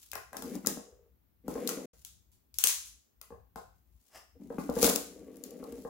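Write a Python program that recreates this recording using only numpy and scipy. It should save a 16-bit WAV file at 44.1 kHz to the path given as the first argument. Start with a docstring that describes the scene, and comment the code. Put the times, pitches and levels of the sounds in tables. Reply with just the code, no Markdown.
"""Magnetic tiles on a wooden table

Hollow plastic tiles with magnets in their edges are handled in a small, quiet room. Magnets snap them
together, each bump rings a tile's frame and the table top, and pushed stacks make the wood drone.
A tile model is squeezed until it folds with a clatter. The sound drops out briefly just before 2 s."""
import sys
import numpy as np
from scipy import signal
from scipy.fft import rfft, irfft
from scipy.io import wavfile
from scipy.ndimage import uniform_filter1d

SR = 44100
rng = np.random.default_rng(int(sys.argv[2]) if len(sys.argv) > 2 else 0)


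def wrap_up_sound(samples):
    """Save the sound to the file named by the first command line argument, as 16-bit audio."""
    columns = np.atleast_2d(samples).T
    # keep every value between -1 and 1, then stretch to whole-number steps
    tamed = np.clip(columns, -1, 1)
    steps = np.round(tamed * 32767).astype(np.int16)
    wavfile.write(sys.argv[1], SR, steps)


N = 259749

# Levels in the tables are relative. t60 is the time a sound takes to fade by 60 dB.
# Tone of the still room: f/Hz, level/dB
AIR_SPECTRUM = [(25, -27), (45, -17), (60, 3), (80, -6), (130, -16), (270, -19.5), (520, -30),
                (1500, -36.5), (9000, -47), (15000, -30)]
# How long the room echoes: f/Hz, t60/s
ROOM_DECAY = [(200, 0.2), (530, 0.31), (1400, 0.42), (3700, 0.45), (7000, 0.46), (10000, 0.37),
              (16000, 0.28)]
# How alike the room sounds on the left and right: f/Hz, likeness (0 to 1)
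LIKENESS = [(50, 1), (250, 0.11), (500, 0.054), (1000, 0), (2000, 0.0092)]
# Modes (natural ringing tones) of the table top: f/Hz, level/dB, t60/s
TABLE_MODES = [(200.8, 3, 0.34), (216, 0, 0.16), (256.7, 7, 0.061), (276, -7, .06), (421, -10, 0.092),
               (464.7, 11, 0.061), (495, 0.5, 0.28), (610, -18.5, .1), (724, -21, .1), (850, -33.5, .08),
               (1120, -12, .12), (1610, -21.5, .3)]
# Modes of a hollow tile frame: f/Hz, level/dB, t60/s
FRAME_MODES = [(477, 0, 0.025), (570, -4, 0.051), (757, -1.5, 0.014), (960, -11.5, 0.027),
               (1068, -3, 0.047), (1230, -4, 0.031), (1519, 0.5, 0.013), (1950, -0.5, 0.02),
               (2532.6, -0.5, 0.0083)]
# Modes of a dragged tile: f/Hz, level/dB, t60/s
SQUEAK_MODES = [(700, 9, 0.0086), (1110, 4.5, 0.017), (1680, 0, 0.0047), (2720, -1.5, 0.013),
                (5150, 4.5, 0.0049), (7360, -10, 0.0027), (11300, -15.5, 0.00064)]
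# Tone of a magnet edge, which rings too briefly and densely for single modes: f/Hz, level/dB
EDGE_SPECTRUM = [(200, -43), (1000, -13), (2000, -14), (2700, -8.5), (4200, -5.5), (5200, -4.5), (7200, -1),
                 (8300, -6), (9200, -4), (10800, -2), (13500, -5), (15500, -3)]
# Tiles pushed along the wood, one curve per push: t/s, deep level/dB, upper level/dB
PUSHES = [
    [(0.32, -68.5, -63), (0.41, -48.5, -60), (0.48, -41, -45.5), (0.56, -39.5, -47), (0.62, -49.5, -63.5),
     (0.7, -37, -52), (0.88, -76.5, -58), (1.07, -95.5, -66.5), (1.16, -86, -90)],
    [(1.44, -56.5, -62), (1.51, -41.5, -45), (1.64, -41, -39), (1.86, -44.5, -47)],
    [(4.35, -73, -60.5), (4.41, -49.5, -75), (4.76, -41, -47), (4.86, -35, -30.5), (4.97, -41.5, -41.5),
     (5.06, -54.5, -53.5), (5.4, -52.5, -53.5), (5.76, -50, -46), (5.89, -57.5, -62)],
]
# Tiles rustling against each other: peak t/s, rise/s, fall/s, level/dB
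RUB_STROKES = [(0.03, 0.21, 0.11, -55.5), (2.02, .2, .04, -63), (3.786, .09, .1, -81), (4.09, .2, .08, -66),
               (4.832, 0.041, 0.15, -24), (5.82, 0.68, 0.24, -60.5)]
# One tile dragged over another: peak t/s, rise/s, fall/s, level/dB
DRAG_STROKES = [(4.16, 0.046, 0.086, -53)]
# Tiles bumping each other (bright) or the table (dull): t/s, level/dB, centre f/Hz
BUMP_HITS = [(0.132, -29.5, 1340), (0.1563, -29.5, 1020), (0.331, -33.5, 850), (0.345, -36.5, 860),
             (0.368, -35.5, 870), (0.423, -36, 714), (0.553, -34.5, 288), (0.649, -36, 1000),
             (0.669, -26.5, 246), (0.671, -31, 1200), (0.772, -33, 235), (1.481, -25.5, 218.4),
             (1.555, -27, 570), (1.69, -28, 1230), (1.784, -32, 404), (2.638, -28, 2300), (2.64, -38, 418),
             (3.215, -46.5, 1490), (3.305, -38.5, 570), (3.322, -37.5, 500), (3.559, -30.5, 680),
             (3.56, -38, 410), (4.503, -27, 440), (4.583, -24.5, 197), (4.584, -34.5, 1150),
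             (4.692, -20.5, 317), (4.766, -18, 455), (4.828, -12.5, 423), (4.843, -20.5, 1430),
             (4.848, -19, 245), (4.877, -21, 720), (4.893, -26.5, 473), (4.956, -26, 530),
             (5.628, -32, 484), (5.85, -27.5, 500)]
# How much of a bump goes into the frame: centre f/Hz, level/dB
FRAME_SHARE = [(450, -5.5), (750, 1)]
# How much goes into the table top: centre f/Hz, level/dB
TABLE_SHARE = [(500, -1), (700, -3.5), (1200, -21)]
# Edges snapping together: t/s, level/dB, left minus right/dB
SNAP_HITS = [(0.1164, -31.5, 13), (0.1333, -34, 13), (0.154, -29, 10.5), (0.331, -40.5, 7.5),
             (0.3685, -29, 11), (0.4229, -32, 9), (0.5531, -38, 19.5), (0.662, -26, 14),
             (0.6708, -13.5, 14), (1.4808, -35.5, 6), (1.6748, -19.5, 9), (1.6915, -23, 12.5),
             (2.049, -33.5, 9), (2.3173, -59, -2), (2.5419, -39.5, 7.5), (2.586, -16.5, 9.5),
             (2.6391, -7.5, 9), (2.6717, -11, 7.5), (2.6821, -18.5, 3), (2.858, -40.5, 1),
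             (3.2141, -36.5, 10.5), (3.5589, -41.5, 5.5), (4.5854, -44, -2.5), (4.6983, -40.5, 18.5),
             (4.755, -36.5, 10), (4.8287, -12, 11.5), (4.8444, -16.5, 18), (4.8965, -29, 4),
             (4.9598, -17.5, 14.5), (5.358, -55, 20), (5.3686, -45, 13), (5.438, -31.5, 12.5),
             (5.507, -44.5, 17), (5.64, -48.5, 20), (5.7237, -50.5, 23)]


def amp(db):
    """Turns decibels into a gain to multiply by."""
    return 10 ** (np.asarray(db) / 20)


def unit(x):
    """Scales a signal to an average power of 1."""
    return x / np.sqrt(np.mean(x ** 2) + 1e-20)


def look_up(points, hz):
    """Reads a table's value at hz, with octaves evenly spaced."""
    f, value = np.transpose(points)
    return np.interp(np.log(hz + 1), np.log(f), value)


def add(mix, start_s, sound):
    """Mixes a sound in at its start time."""
    part = mix[..., max(round(start_s * SR), 0):][..., :sound.shape[-1]]
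    part += sound[..., :part.shape[-1]]


def sides(pan_db):
    """Left and right gains; a positive pan is louder on the left."""
    return amp([[pan_db / 2], [-pan_db / 2]])


def through(x, response):
    """Lets every sample of x set off a copy of the response (convolution)."""
    return signal.fftconvolve(np.atleast_2d(x), np.atleast_2d(response), axes=1)[:, :N]


def ring(modes, size, detune=0, wave=np.sin):
    """A struck object rings as fading tones; detune stands for another tile or spot."""
    hz, db, t60 = np.transpose(modes)[:, :, None]
    t = np.arange(size) / SR
    hz = hz * (1 + detune * rng.standard_normal(hz.shape))
    return (amp(db - 60 * t / t60) / t60 * wave(2 * np.pi * hz * t)).sum(0)


def radiated(x, hz):
    """Cuts the bass: a panel gives off little sound below its lowest mode."""
    return signal.sosfilt(signal.butter(6, hz, "high", fs=SR, output="sos"), x)


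def diffuse(spectra, hz):
    """Makes left and right alike in the bass, where long waves reach both sides together."""
    same = np.clip(look_up(LIKENESS, hz), -1, 1)
    left, other = spectra
    return np.array([left, same * left + np.sqrt(1 - same ** 2) * other])


def grains(per_s, spread_db):
    """Tiny impacts of random size at random times."""
    strength = amp(spread_db * np.minimum(rng.exponential(1, N), 4))
    return strength * rng.choice([-1, 1], N) * (rng.random(N) < per_s / SR)


def clumps(depth_db, size):
    """Rubbing catches and lets go: a gain that wanders at random."""
    wander = uniform_filter1d(uniform_filter1d(rng.standard_normal(N), size), size)
    return unit(amp(depth_db * unit(wander)))


def push_gain(column):
    """Gain over time from one level column of the pushes; silent between them."""
    t = np.arange(N) / SR
    gain = np.zeros(N)
    for curve in map(np.array, PUSHES):
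        pushing = (t >= curve[0, 0]) & (t <= curve[-1, 0])
        gain += amp(np.interp(t, curve[:, 0], curve[:, column])) * pushing
    return uniform_filter1d(gain, size=300)


def strokes(rows, swell_db=21):
    """Gain of hand strokes: each grows by swell_db over its rise and loses it over its fall."""
    t = np.arange(N) / SR
    return sum(amp(db - swell_db * np.maximum((peak_s - t) / rise, (t - peak_s) / fall))
               for peak_s, rise, fall, db in rows)


def bump_share(share, lowest_hz=0):
    """The part of every bump that reaches one object: t/s, level/dB, centre f/Hz."""
    return [(s, db + look_up(share, hz), max(hz, lowest_hz)) for s, db, hz in BUMP_HITS]


def edge_tick():
    """The short tick of one struck edge."""
    hz = abs(np.fft.fftfreq(512, 1 / SR))
    log_gain = np.log(amp(look_up(EDGE_SPECTRUM, hz)))
    spectrum = np.exp(np.conj(signal.hilbert(log_gain)))  # packs the energy at the start
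    tick = np.fft.ifft(spectrum).real[:256]
    return tick / np.linalg.norm(tick)


def air(level_db=-65, swell_db=5.5, split_hz=200):
    """The low, slowly swelling rumble of the house and a faint steady hiss."""
    hz, t = np.fft.rfftfreq(N, 1 / SR), np.arange(N) / SR
    spectra = diffuse(rfft(rng.standard_normal((2, N))), hz) * amp(look_up(AIR_SPECTRUM, hz))
    rumble = irfft(spectra * (hz < split_hz), N)
    hiss = irfft(spectra * (hz >= split_hz), N)
    swell = unit(sum(np.sin(2 * np.pi * (f * t + rng.random())) for f in np.geomspace(.7, 5, 8)))
    return amp(level_db) * unit(rumble * amp(swell_db * swell) * sides(7) + hiss * sides(1))


def room(x, first_s=0.00067, build_s=0.0047, early_db=-9):
    """A few echoes from table and walls and a dense fading tail, new for every spot."""
    t = np.arange(SR * 2 // 3) / SR
    hz, frame_s, spectra = signal.stft(rng.standard_normal((2, len(t))), SR, nperseg=256)
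    fade = amp(-60 * frame_s / look_up(ROOM_DECAY, hz)[:, None])
    tail = signal.istft(diffuse(spectra, hz[:, None]) * fade, SR, nperseg=256)[1][:, :len(t)]
    tail *= 1 - np.exp(-np.maximum(t - first_s, 0) / build_s)
    tail /= np.linalg.norm(tail[0])
    for ear in tail:
        echoes = (rng.uniform(.008, .035, size=6) * SR).astype(int)
        ear[echoes] += amp(early_db) * rng.choice([-1, 1], size=6) / np.sqrt(len(echoes))
    return through(x, tail)


def table_sway(hz=58, gain_db=-26, t60=.15):
    """Every bump rocks the whole table on its legs, giving a low thump."""
    out = np.zeros(N)
    thump = ring([(hz, 0, t60)], size=12000)
    for start_s, db, _ in bump_share(TABLE_SHARE):
        add(out, start_s, amp(db + gain_db) * thump / abs(thump).max())
    return out


def push_drone(deep_db=-1, upper_db=-2, frame_db=-14, hand_damping=4):
    """Sliding tiles stick and slip, shaking the table top and the frames, which the hand muffles."""
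    slips = grains(per_s=700, spread_db=2.5)
    held_modes = [(hz, db, t60 / hand_damping) for hz, db, t60 in FRAME_MODES[:-1]]
    deep = unit(radiated(through(slips, ring(TABLE_MODES[:4], size=8000)), hz=175))
    upper = unit(radiated(through(slips, ring(TABLE_MODES[4:], size=12000)), hz=350))
    frames = unit(radiated(through(slips, ring(held_modes, size=4000)), hz=590))
    weight, speed = push_gain(column=1), push_gain(column=2)
    hardness = np.minimum(weight / amp(-33.5), 1)  # frames rattle mostly under a hard push
    rattle = np.sqrt(abs(weight * speed * hardness))
    return amp(deep_db) * weight * deep + amp(upper_db) * speed * upper + amp(frame_db) * rattle * frames


def edge_rustle(slide_db=-18, rub_db=-5, grip_db=-40):
    """Edges rub on the wood and on each other, making clumps of very small ticks."""
    ticks = np.array([grains(per_s=2200, spread_db=4.5) for _ in range(2)])
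    ticks *= clumps(depth_db=2.5, size=250)
    push = push_gain(column=1)
    grip = np.minimum(push / amp(grip_db), 1)  # the wood needs a hard push to tick
    gain = amp(slide_db) * push * grip + amp(rub_db) * strokes(RUB_STROKES)
    return gain * unit(through(ticks, edge_tick()))


def tile_drag(gain_db=-2):
    """One tile slips over another: a short rasp with a thin squeak in it."""
    slips = grains(per_s=1600, spread_db=-0.5)
    squeak = ring(SQUEAK_MODES, size=1000, wave=np.cos)
    return amp(gain_db) * strokes(DRAG_STROKES) * unit(through(slips, squeak))


def bumps(hits, modes, focus_db_per_octave, detune, cutoff_ratio=2.1):
    """A bump favours the modes near its centre pitch, set by where and how hard it lands."""
    out = np.zeros(N)
    for start_s, db, centre_hz in hits:
        struck = [(hz, mode_db - focus_db_per_octave * abs(np.log2(hz / centre_hz)), t60)
                  for hz, mode_db, t60 in modes]
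        knock = radiated(ring(struck, size=12000, detune=detune), hz=.8 * modes[0][0])
        knock = signal.lfilter(*signal.butter(4, cutoff_ratio * centre_hz, "low", fs=SR), knock)
        add(out, start_s, amp(db) * knock / abs(knock).max())
    return out


def magnet_snaps(chatter_s=.0014, settle_s=0.008, shell_s=0.00094, beam_hz=2400):
    """Magnets slam two edges together; they chatter for a millisecond or two, then settle."""
    out, plain_tick = np.zeros((2, N)), edge_tick()
    t = np.arange(900) / SR
    contact = np.exp(-t / chatter_s) + amp(-17) * np.exp(-t / settle_s)
    length_gain = np.sqrt(.002 * SR)  # a snap's energy is spread over about 2 ms
    for start_s, db, pan_db in SNAP_HITS:
        shared, left, right, shell = rng.standard_normal((4, len(t)))
        shell *= np.exp(-t / shell_s)  # waves crossing the shell give each pair of tiles its own tone
        tick = through((t == 0) + amp(-9) * shell / np.linalg.norm(shell), plain_tick)
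        tick /= np.linalg.norm(tick)
        chatter = contact * (shared + 0.84 * np.array([left, right]))  # each side hears its own mix
        click = through(chatter, tick)
        # the treble is beamed straight at the listener
        click = signal.lfilter(*signal.butter(2, beam_hz, "high", fs=SR), click)
        click /= np.linalg.norm(click, axis=1, keepdims=True)
        click[1] = np.roll(click[1], 7)  # the right side is a little farther away
        room_db = db + 2 - 0.8159 * pan_db  # tiles nearer the left side have less echo
        add(out, start_s, length_gain * amp(db - 5) * click * sides(pan_db))
        add(out, start_s, length_gain * amp(room_db) * room(tick) * sides(2))
    return out


def scene():
    """Mixes all the sources, a little left of centre, with the room's echo."""
    frame_hits = bump_share(FRAME_SHARE, lowest_hz=570)  # even a dull bump rings the frame here
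    clacks = amp(-1.5) * bumps(frame_hits, FRAME_MODES, focus_db_per_octave=7, detune=0.058)
    knocks = bumps(bump_share(TABLE_SHARE), TABLE_MODES, focus_db_per_octave=10.5, detune=0.012)
    wood = knocks + push_drone()
    rustle, rasp = edge_rustle(), tile_drag()
    tiles = amp(4.5) * (rustle + rasp) * sides(3) + clacks * sides(5)
    table = wood * sides(3.5) + table_sway() * sides(7)
    echo = room(amp(2.5) * clacks + amp(1) * rasp) + room(amp(-7.5) * wood + amp(-1.5) * rustle[0])
    return magnet_snaps() + tiles + table + echo * sides(2) + air()


def record(dry):
    """Clips the sharpest peaks, drops the sound out briefly and cuts the highest treble."""
    gap_start_s, gap_end_s, top_hz = 1.857, 1.933, 15900
    clipped = np.clip(dry, -.85, .85)
    t = np.arange(N) / SR
    in_gap = (t > gap_start_s) & (t < gap_end_s)
    gate = uniform_filter1d(1. - in_gap, size=130)
    lowpass = signal.firwin(255, top_hz, window=("kaiser", 8), fs=SR)
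    return signal.oaconvolve(clipped * gate, lowpass[None], "same")


dry = scene()
out = record(dry)
wrap_up_sound(out)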